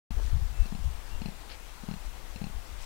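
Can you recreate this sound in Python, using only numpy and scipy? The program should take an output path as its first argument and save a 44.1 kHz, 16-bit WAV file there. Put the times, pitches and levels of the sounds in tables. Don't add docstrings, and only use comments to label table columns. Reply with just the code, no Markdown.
import sys
import numpy as np
from scipy import signal
from scipy.fft import rfft, irfft
from scipy.io import wavfile
from scipy.ndimage import uniform_filter1d

SR = 44100
rng = np.random.default_rng(int(sys.argv[2]) if len(sys.argv) > 2 else 0)


def to_wav(sig):
    pcm = np.clip(np.atleast_2d(sig), -1, 1) * 32767
    pcm = np.round(pcm).astype(np.int16)
    wavfile.write(sys.argv[1], SR, pcm.T)


N = 125685
TIME = np.arange(N) / SR
FOLD_OPEN_S = 0.0038


# (time [s], level [dB], treble [dB])
POPS = [(0.108, -35, -8), (0.657, -40, 1), (1.2183, -33.5, -1.5), (1.8365, -38, -7), (2.3608, -41, 5.5)]
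# (time [s], level [dB], initial pulse rate [Hz], gap growth [ratio], fade [dB/pulse^2],
# peak treble [dB], treble peak delay [s])
GRUNTS = [(0.724, -31.5, 36.7, 1.37, 2.5, -4.5, .035), (1.259, -31, 36.45, 1.27, 3.5, -0.5, 0.0067),
          (1.888, -30, 40.16, 1.05, 1.45, -2, 0.043), (2.417, -30.5, 40.43, 1.1, 1.7, 0, 0.038)]

def monkey(pulses=4, sink_per_s=0.95, max_dull_db=11.5, bright_s=0.032):
    out = np.zeros(N)
    for start_s, db, treble_db in POPS:
        add(out, start_s - FOLD_OPEN_S, fold_pulse(db, treble_db, tuning=1.1))
    for start_s, db, rate_hz, gap_growth, fade_db, treble_db, peak_s in GRUNTS:
        age_s = 0
        for k in range(pulses):
            dull_db = max_dull_db * min(((age_s - peak_s) / bright_s) ** 2, 1)
            pulse = fold_pulse(db - fade_db * k ** 2, treble_db - dull_db, tuning=1 - sink_per_s * age_s)
            add(out, start_s + age_s - FOLD_OPEN_S, pulse)
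            age_s += gap_growth ** k / rate_hz
    return out


# (base frequency [Hz], gain [dB], T60 [s])
THROAT_MODES = [(195.2, 4, 0.039), (427, -15, 0.023), (677, -15.5, .025), (817, -15.5, 0.046)]
# (base frequency [Hz], gain [dB], T60 [s])
UPPER_MODES = [(2590, -13.5, 0.032), (2730, -11.5, 0.031), (4180, -12, 0.04), (4400, -15, 0.017),
               (5450, -20, 0.027)]

def fold_pulse(level_db, treble_db, tuning, rasp_s=0.004, size=4096):
    t = np.arange(size) / SR
    snap = np.clip((FOLD_OPEN_S - t) * SR / 2, 0, 1)
    push = -t / FOLD_OPEN_S * snap
    rasp = 0.012 * rng.standard_normal(size) * np.exp(-abs(t - FOLD_OPEN_S) / rasp_s) * (t > FOLD_OPEN_S)
    throat = ring(push, THROAT_MODES, tuning)
    upper = ring(push + rasp, UPPER_MODES)
    return amp(level_db) * (throat + amp(treble_db) * upper)


# (time [s], length [s], level [dB], pitch [Hz])
WHISTLES = [(0.53, 0.15, -60, 2650), (1.085, 0.1, -59.5, 2760)]

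def whistles(jitter_hz=17):
    out = np.zeros(N)
    for start_s, length_s, db, hz in WHISTLES:
        t = np.arange(0, length_s, 1 / SR)
        cycles = np.cumsum(hz + jitter_hz * drift(rate_hz=150, size=len(t))) / SR
        envelope = np.sqrt(np.sin(np.pi * t / length_s))
        add(out, start_s, amp(db) * envelope * unit(np.sin(2 * np.pi * cycles)))
    return out


def canopy(sound, wet_db=-17.5, t60_s=0.24, delay_s=0.005):
    tail = rng.standard_normal(N) * np.exp(-np.log(1000) * TIME / t60_s) * (TIME > delay_s)
    return sound + amp(wet_db) * signal.fftconvolve(sound, tail / np.linalg.norm(tail))[:N]


# (time [s], level [dB])
RUMBLE_ENVELOPE = [(0.11, -35), (0.27, -31), (0.44, -34.5), (0.54, -36), (0.7, -37.5), (0.78, -39.5),
                   (0.87, -36.5), (0.96, -37), (1.03, -46.5), (1.14, -33), (1.22, -38.5), (1.32, -45.5),
                   (1.48, -49), (1.62, -46), (1.76, -49.5), (1.9, -45.5), (2.08, -43), (2.2, -44),
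                   (2.33, -42), (2.42, -43.5), (2.5, -42), (2.58, -33), (2.65, -53.5), (2.73, -40),
                   (2.85, -44)]
# (frequency [Hz], relative density [dB])
RUMBLE_SPECTRUM = [(8, -11.5), (20, 0), (32, 0), (50, -6.5), (70, -15.5), (100, -24), (150, -35),
                   (300, -49), (800, -69)]
# (peak time [s], length [s], level [dB], low-pass cutoff [Hz])
EDDIES = [(0.174, 0.13, -28, 61), (0.256, 0.051, -30.5, 51), (0.356, 0.083, -26, 102),
          (0.432, 0.076, -28, 77.4), (0.539, 0.054, -39.5, 75), (0.614, 0.063, -23.5, 59),
          (0.818, .05, -35.5, 85), (0.868, 0.057, -27.5, 67), (0.915, 0.04, -43.5, 94),
          (1.14, 0.12, -42.5, 58), (2.079, 0.058, -37, 51)]

def wind(rumble_trim_db=0.5, highpass_hz=33.3):
    rumble_db = np.interp(TIME, *np.transpose(RUMBLE_ENVELOPE)) + rumble_trim_db
    out = amp(rumble_db) * turbulence(spectrum(RUMBLE_SPECTRUM))
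    for peak_s, length_s, db, cutoff_hz in EDDIES:
        swell = np.cos(np.pi * np.clip((TIME - peak_s) / length_s, -0.5, 0.5))
        eddy = turbulence(lambda hz: hz ** 2 / (hz ** 2 + highpass_hz ** 2) / (1 + (hz / cutoff_hz) ** 5))
        out += amp(db) * swell * eddy
    return out


def turbulence(shape, evenness=0.59):
    pressure = noise(shape)
    power = uniform_filter1d(uniform_filter1d(pressure ** 2, size=1400), size=1400)
    return unit(pressure / power ** (evenness / 2))


# (time [s], length [s], level [dB], band centre [Hz], band sigma [oct])
RUSTLES = [(0.159, 0.08, -52.5, 428, 0.82), (0.203, 0.13, -58.5, 3330, 0.96),
           (0.565, 0.16, -62.5, 4500, 1.06), (0.825, 0.056, -63, 4480, 0.84), (1.491, .075, -54, 2300, .55),
           (1.491, 0.068, -57, 4450, .2), (2.047, 0.034, -62, 5500, 0.62), (2.787, 0.099, -56.5, 2950, 1),
           (2.81, .07, -62, 7000, 0.37)]

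def leaves(crackle_db=5, skew=0.63):
    out = np.zeros(N)
    for start_s, length_s, db, centre_hz, sigma_oct in RUSTLES:
        progress = np.arange(0, length_s, 1 / SR) / length_s
        size = len(progress)
        swish = noise(lambda hz: np.exp(-(np.log2((hz + 1) / centre_hz) / sigma_oct) ** 2 / 2), size)
        grain = amp(crackle_db * drift(rate_hz=330, size=size))
        envelope = np.sin(np.pi * progress ** skew)
        add(out, start_s, amp(db) * unit(swish * grain * envelope))
    return out


# (frequency [Hz], relative density [dB])
FOREST_SPECTRUM = [(30, 1.5), (130, 0.5), (280, -1), (500, -1.5), (830, 0.5), (1500, -3.5), (2800, -6.5),
                   (4500, -10), (7500, -13), (11000, -18.5), (16000, -30.5)]

def forest(level_db=-52.5, patch_db=1.14, swell_db=0.2):
    frames = dict(fs=SR, nperseg=1024, noverlap=768)
    _, _, bins = signal.stft(noise(spectrum(FOREST_SPECTRUM)), **frames)
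    patches = uniform_filter1d(rng.standard_normal(bins.shape), size=16, axis=0)
    patches = unit(uniform_filter1d(patches, size=14, axis=1))
    _, wash = signal.istft(bins * amp(patch_db * patches), **frames)
    return amp(level_db - swell_db * drift(rate_hz=6.3)) * unit(wash[:N])


def amp(db):
    return 10 ** (np.asarray(db) / 20)


def unit(x):
    return x / np.sqrt(np.mean(x ** 2) + 1e-20)


def spectrum(points):
    points_hz, db = np.transpose(points)
    return lambda hz: amp(np.interp(np.log(hz + 1), np.log(points_hz + 1), db))


def add(mix, start_s, sound):
    part = mix[max(round(start_s * SR), 0):][:len(sound)]
    part += sound[:len(part)]


def noise(shape, size=N):
    white = rfft(rng.standard_normal(N))
    return unit(irfft(white * shape(np.fft.rfftfreq(N, 1 / SR)), N))[:size]


def drift(rate_hz, size=N):
    return noise(lambda hz: np.exp(-(hz / rate_hz) ** 2), size)


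def ring(drive, modes, tuning=1, scatter=0.0068):
    t = np.arange(len(drive)) / SR
    response = 0
    for hz, db, t60_s in modes:
        omega = 2 * np.pi * hz * tuning * (1 + scatter * rng.standard_normal())
        decay = np.exp(-np.log(1000) * t / t60_s)
        response += omega / SR * amp(db) * decay * np.cos(omega * t)
    return signal.fftconvolve(drive, response)[:len(t)]


def scene(left_db=5, right_db=-27.5):
    air = canopy(monkey() + whistles()) + leaves() + forest() + wind()
    return air * amp([[left_db], [right_db]])


# (frequency [Hz], relative density [dB])
HISS_SPECTRUM = [(20, 9), (300, 2), (1500, 0), (16000, -1)]

def record(dry, hiss_db=-58.5, lead_in_s=0.105, cutoff_hz=15850):
    hiss = amp(hiss_db) * np.array([noise(spectrum(HISS_SPECTRUM)) for _ in dry])
    gate = np.clip((TIME - lead_in_s) / 0.002, 0, 1)
    lowpass = signal.firwin(511, cutoff_hz, window=("kaiser", 9), fs=SR)
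    return signal.oaconvolve((dry + hiss) * gate, lowpass[None], "same")


dry = scene()
out = record(dry)
to_wav(out)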